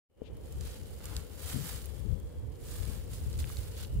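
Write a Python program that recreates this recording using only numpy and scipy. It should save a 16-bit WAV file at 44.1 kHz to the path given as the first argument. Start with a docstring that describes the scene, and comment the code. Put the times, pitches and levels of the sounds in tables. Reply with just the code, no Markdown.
"""Slow steps crunch through dry leaves in open woodland, heard from a hand-held phone.
Each step crushes thousands of tiny leaf grains; now and then a stalk or twig cracks.
Wind rumbles and buffets on the two microphone ports separately, over a hollow hum on the left
and a thin, far ringing near 3 kHz. A finger bumps the phone as the sound fades in."""
import sys
import numpy as np
from scipy import signal
from scipy.fft import rfft, irfft
from scipy.io import wavfile
from scipy.ndimage import uniform_filter1d

SR = 44100
rng = np.random.default_rng(int(sys.argv[2]) if len(sys.argv) > 2 else 0)


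def to_wav(s):
    """Save 16-bit WAV."""
    ch = np.atleast_2d(s).T  # columns
    pcm = np.round(np.clip(ch, -1, 1) * 32767)  # PCM
    wavfile.write(sys.argv[1], SR, pcm.astype(np.int16))


N = 176400
TIME = np.arange(N) / SR
TOP_HZ, PORT_LAG_S = 15650, .0002  # top of the sound; largest lag between the ports

# feet pressing and dragging in the leaves (time [s], hold [s], rise [s], fall [s], level [dB],
# treble lift [dB], crumple centre [Hz], crumple against the step [dB])
FOOTSTEPS = [(0.631, 0.13, .03, 0.036, -48.5, -2.5, 4300, -9),
             (1.053, 0.14, 0.048, 0.042, -46.5, -1.5, 1110, -7),
             (1.487, 0.038, 0.075, 0.057, -38.5, 2, 1620, -16.5),
             (1.675, 0.039, 0.13, 0.088, -39.5, 2.5, 1720, -13.5),
             (2.693, 0.08, 0.061, 0.097, -45.5, 0, 8200, -4.5),
             (2.834, 0.11, 0.088, 0.095, -46.5, 0, 1740, -13),
             (3.134, 0.033, .03, 0.093, -48, 2.5, 8500, -8), (3.391, 0.015, 0.0043, .015, -45, 4, 4500, -4),
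             (3.48, 0.12, 0.055, 0.095, -50, 4, 1200, -15),
             (3.774, 0.064, .025, 0.017, -46.5, 0.5, 3500, -4)]
# loose leaves stirring between the steps (time [s], level [dB])
LEAF_STIR = [(0, -60), (.3, -68), (.5, -54.5), (.95, -53), (1.35, -54), (1.85, -51.5), (2.1, -57.5),
             (2.45, -63.5), (3.0, -58.5), (3.3, -50), (3.7, -49.5), (4.0, -57.5)]


def footsteps():
    """Feet crush the litter: a dense fluttering crunch, sparse bright ticks, whole leaves crumpling."""
    crush = leaf_grains(per_s=10000, spread_db=2, ring_s=.00014)
    crush *= undb(1.35 * wander(per_s=160))  # flutter
    folds = leaf_grains(per_s=5000, spread_db=2, ring_s=.00014)
    ticks = leaf_grains(per_s=420, spread_db=3, ring_s=.00007)
    ticks = butter(ticks, 1, hz=3800, kind="high")
    body_power = treble_power = undb(curve(LEAF_STIR)) ** 2
    crumple = 0
    for at, hold, rise, fall, db, treble_db, hz, crumple_db in FOOTSTEPS:
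        before, after = np.maximum(at - TIME, 0), np.maximum(TIME - at - hold, 0)
        press = undb(db) * np.exp(-before / rise - after / fall)
        body_power = body_power + press ** 2
        treble_power = treble_power + (press * undb(treble_db)) ** 2
        tuned_folds = unit(signal.lfilter(*signal.iirpeak(hz, Q=1 / .66, fs=SR), folds))
        crumple = crumple + press * undb(crumple_db) * tuned_folds
    body = butter(crush, 1, hz=5200)
    crunch = body * np.sqrt(body_power) + (crush - body) * np.sqrt(treble_power) + crumple
    tick_envelope = np.sqrt(treble_power) ** .67  # ticks grow more slowly than the crunch
    return undb(.5) * crunch + undb(-26.5) * ticks * tick_envelope


def leaf_grains(per_s, spread_db, ring_s):
    """Tiny leaf fractures in stereo, each with its own moment, pitch, strength and direction."""
    moment, pitch, strength, side = rng.random((int(per_s * N / SR), 4)).T
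    hz = pitch * TOP_HZ
    gain = undb(-spread_db * np.log(np.maximum(strength, .004)))
    gain *= (-1) ** np.arange(len(hz))  # alternate the polarity
    out = []
    for sign in (-1, 1):
        start = (moment * N + sign * (side - .5) * PORT_LAG_S * SR)[:, None]
        index = np.ceil(start).astype(int) + np.arange(48)
        age = (index - start) / SR
        ring = np.sin(2 * np.pi * hz[:, None] * age) * np.exp(-age / ring_s)
        out.append(np.bincount((index % N).ravel(), (ring * gain[:, None]).ravel(), N))
    return unit(np.array(out))


# single stalks and twigs breaking (time [s], level [dB], centre [Hz], splinter decay [s])
TWIG_CRACKS = [(.3695, -45, 9000, 0.0015), (.4570, -49, 9000, 0.0012), (.5245, -38, 7950, 0.0014),
               (.6098, -32, 6000, 0.0011), (.8330, -41, 7000, 0.0012), (1.0425, -33, 14000, .0012),
               (1.0555, -30, 9000, 0.0036), (1.1225, -41.5, 1200, 0.0084), (1.1660, -17, 4900, .0006),
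               (1.857, -31, 11000, 0.0017), (1.9939, -40, 12000, .0008), (2.2000, -43, 9000, 0.0014),
               (3.329, -37, 5000, .001), (3.3409, -39, 3600, 0.0011), (3.3775, -38, 9000, 0.0013),
               (3.3892, -35.5, 7000, 0.0032), (3.427, -38, 2600, 0.0015), (3.4429, -33, 2440, 0.0012),
               (3.5002, -34, 1090, 0.0029), (3.5700, -32, 5200, .0015), (3.634, -38, 3800, 0.00079),
               (3.8480, -38, 3200, 0.0038)]


def twig_cracks(snap_cycles=1.1):
    """Each stalk snaps, then splinters for milliseconds; it reaches one port just before the other."""
    out = np.zeros((2, N))
    for at, db, hz, decay in TWIG_CRACKS:
        age = np.maximum(TIME - at, 0)
        snap = np.sin(2 * np.pi * hz * age) * np.exp(-np.minimum(age * hz / snap_cycles, 20))
        tail = (TIME >= at) * np.exp(-np.minimum(age / decay, 20))
        crack = snap + burst(noise_band(hz, width_hz=1.02 * hz), tail)
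        lag = int(rng.uniform(-.43, .95) * PORT_LAG_S * SR)
        out += undb(db - 1) * np.array([crack, np.roll(crack, lag)])
    return out


# tone of the ground sounds at each port (frequency [Hz], gain [dB])
LEFT_PORT_EQ = [(200, -16), (600, -1), (1200, 0), (2100, -1.5), (3100, 3.5), (5300, 1.5), (6500, -5),
                (7700, 0.5), (9900, 1.5), (11000, -8), (11600, -16), (12400, -11), (13600, -11.5),
                (15400, 0)]
RIGHT_PORT_EQ = [(200, -14.5), (600, -4.5), (1600, 1), (2400, -2.5), (4700, 0), (5850, -4.5), (6600, 1.5),
                 (7800, 1), (8900, 1), (11000, 1.5), (13500, 0), (15000, 2)]


def ground_to_ports(ground, echo_s=.0016, echo_db=-13):
    """A swaying echo off the ground joins the ground sound; the phone's body colours it at each port."""
    samples = np.arange(N)
    sides = []
    for side in ground:
        delay = echo_s * SR * (1 + .156 * wander(per_s=1))
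        sides.append(side + undb(echo_db) * np.interp(samples - delay, samples, side))
    left, right = sides
    return np.array([undb(-2.5) * colour(left, LEFT_PORT_EQ), colour(right, RIGHT_PORT_EQ)])


# wind strength on the ports (time [s], left level [dB], right level [dB])
WIND_LEVELS = [(0, -52, -49.5), (.3, -46, -44.5), (.5, -38.5, -41.5), (.9, -37.5, -36.5),
               (1.2, -35.5, -40.5), (1.5, -37, -50.5), (1.75, -32.5, -41.5), (2.0, -38.5, -44.5),
               (2.15, -32, -47), (2.25, -37, -36.5), (2.65, -38, -37.5), (3.0, -32, -36.5),
               (3.15, -36.5, -35), (3.42, -25.5, -28.5), (3.62, -40.5, -37.5), (4.0, -32, -34)]
# deep tone of the rumble (frequency [Hz], gain [dB])
RUMBLE_EQ = [(10, -76), (24, -39), (32, -16.5), (42, -10), (55, -1.5), (72, 0), (100, -7.5), (150, -15.5),
             (250, -27), (400, -37), (800, -62), (2000, -73)]
# eddies striking one port (time [s], half length [s], level [dB], upper edge [Hz], port [0 left, 1 right])
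EDDIES = [(.895, 0.029, -35.5, 79, 1), (1.197, 0.018, -38.5, 142, 0), (1.562, .015, -22.5, 196, 0),
          (1.619, 0.034, -28.5, 165, 0), (2.065, .006, -26, 220, 0), (2.116, 0.019, -18, 114, 0),
          (2.234, 0.018, -34.5, 130, 1), (2.823, 0.017, -25, 90, 0), (2.888, 0.014, -26, 140, 0),
          (3.592, 0.024, -25.5, 100, 1)]


def wind(steady_s=.18, flicker_db=4):
    """Mostly unrelated turbulence on each port, with short eddies that reach higher; sub-bass is cut."""
    out = np.zeros((2, N))
    shared = .33 * rng.standard_normal(N)
    for port in range(2):
        rumble = unit(colour(shared + rng.standard_normal(N), RUMBLE_EQ))
        rumble /= np.sqrt(uniform_filter1d(rumble ** 2, int(steady_s * SR)))  # even out chance swells
        out[port] = rumble * undb(curve(WIND_LEVELS, port + 1) + flicker_db * wander(per_s=14))
    for at, half, db, edge_hz, port in EDDIES:
        eddy = butter(rng.standard_normal(N), 3, hz=[40, edge_hz], kind="band")
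        out[int(port)] += undb(db) * burst(eddy, swell(at, half))
    return signal.sosfiltfilt(signal.butter(4, 30, "high", fs=SR, output="sos"), out)


# modes of the bumped case (frequency [Hz], level [dB], time to fall 60 dB [s])
CASE_MODES = [(444, 3, 0.025), (283, 4.5, 0.016), (75.5, -8, 0.088)]


def finger_bump(at=.2177):
    """A finger lands on the case next to the left port: a dull bump, then a short scuff."""
    age = np.maximum(TIME - at, 0)
    modes = sum(undb(db - 60 * age / t60) * np.sin(2 * np.pi * hz * age) for hz, db, t60 in CASE_MODES)
    bump = butter(modes, 4, hz=700)
    scuff = noise_band(hz=3060, width_hz=1700) * swell(at=.267, half_s=.018)
    return np.array([undb(-20.5) * bump + undb(-51) * scuff, np.zeros(N)])


# tone of the hum (frequency [Hz], gain [dB])
HUM_EQ = [(60, -15.5), (150, -5.5), (280, -4), (380, -2.5), (470, 2), (540, -3), (660, -17), (1000, -26.5),
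          (2500, -64)]


def hollow_hum():
    """Noise with a hollow peak near 470 Hz, on the left only."""
    hum = unit(colour(rng.standard_normal(N), HUM_EQ))
    return np.array([undb(-45) * hum, np.zeros(N)])


# tone of the distant woodland (frequency [Hz], gain [dB])
AIR_EQ = [(60, 0), (250, 3), (450, -1), (850, -3), (1400, -12), (2200, -14), (5000, -29), (15000, -47)]


def woodland_air():
    """A soft, dark bed of distant air, half of it common to both sides."""
    shared = rng.standard_normal(N)
    sides = [unit(colour(shared + rng.standard_normal(N), AIR_EQ)) for _ in range(2)]
    return undb(-57) * np.array(sides)


# glide of the far ringing (time [s], centre [Hz], level [dB])
RING_GLIDE = [(0, 2900, -66), (.45, 3080, -70.5), (1.0, 2950, -67), (1.6, 3050, -74), (1.95, 3280, -66.5),
              (2.42, 3280, -71.5), (2.6, 2950, -71), (4.0, 2900, -64)]


def far_ringing():
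    """A thin band of noise whose pitch wavers around 3 kHz."""
    noise = rng.standard_normal((2, N)) + 1j * rng.standard_normal((2, N))
    narrow = butter(noise, 2, hz=144)
    carrier = np.exp(2j * np.pi * np.cumsum(curve(RING_GLIDE)) / SR)
    return unit((narrow * carrier).real) * undb(curve(RING_GLIDE, 2))


def undb(db):
    """Decibels to gain."""
    return 10 ** (np.asarray(db) / 20)


def unit(x):
    """Scale to rms 1."""
    return x / np.sqrt(np.mean(x ** 2))


def curve(table, column=1):
    """Join the rows of a table by straight lines in time."""
    rows = np.array(table)
    return np.interp(TIME, rows[:, 0], rows[:, column])


def butter(x, order, hz, kind="low"):
    """Causal filter with a flat passband."""
    return signal.sosfilt(signal.butter(order, hz, kind, fs=SR, output="sos"), x)


def colour(x, points):
    """Minimum-phase EQ through points of (frequency [Hz], gain [dB])."""
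    hz, db = np.array(points).T
    bins = np.maximum(np.fft.rfftfreq(N, 1 / SR), 1)
    gain = undb(np.interp(np.log(bins), np.log(hz), db))
    cepstrum = irfft(np.log(gain), N)
    cepstrum[1:N // 2] *= 2
    cepstrum[N // 2 + 1:] = 0
    return irfft(rfft(x) * np.exp(rfft(cepstrum)), N)


def noise_band(hz, width_hz):
    """Noise through the same resonance twice, rms 1."""
    bins = np.maximum(np.fft.rfftfreq(N, 1 / SR), 1)
    resonance = 1 / (1 + 1j * (bins / hz - hz / bins) * hz / width_hz)
    return unit(irfft(rfft(rng.standard_normal(N)) * resonance ** 2, N))


def wander(per_s):
    """Smooth random drift, rms 1."""
    span = int(SR / per_s)
    held = rng.standard_normal(N)[np.arange(N) // span]
    return unit(uniform_filter1d(uniform_filter1d(held, span), span))


def swell(at, half_s):
    """Bell-shaped envelope."""
    return np.exp(-.5 * ((TIME - at) / half_s) ** 2)


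def burst(noise, shape):
    """Noise under an envelope, with the energy of that envelope."""
    return noise * shape * np.sqrt(np.sum(shape ** 2) / np.sum((noise * shape) ** 2))


def scene():
    """Leaves and twigs up front, wind and finger on the phone, a quiet bed behind."""
    ground = ground_to_ports(footsteps() + twig_cracks())
    return ground + wind() + finger_bump() + hollow_hum() + woodland_air() + far_ringing()


# opening fade; the last gain holds to the end (time [s], gain [dB])
FADE_IN = [(.08, -87), (.1, -27.5), (.16, -21), (.21, -9.5), (.33, -5)]


def record(dry):
    """The phone fades in and cuts the top."""
    top_cut = signal.ellip(10, .2, 80, TOP_HZ, fs=SR, output="sos")
    return signal.sosfilt(top_cut, dry * undb(curve(FADE_IN)))


dry = scene()
out = record(dry)
to_wav(out)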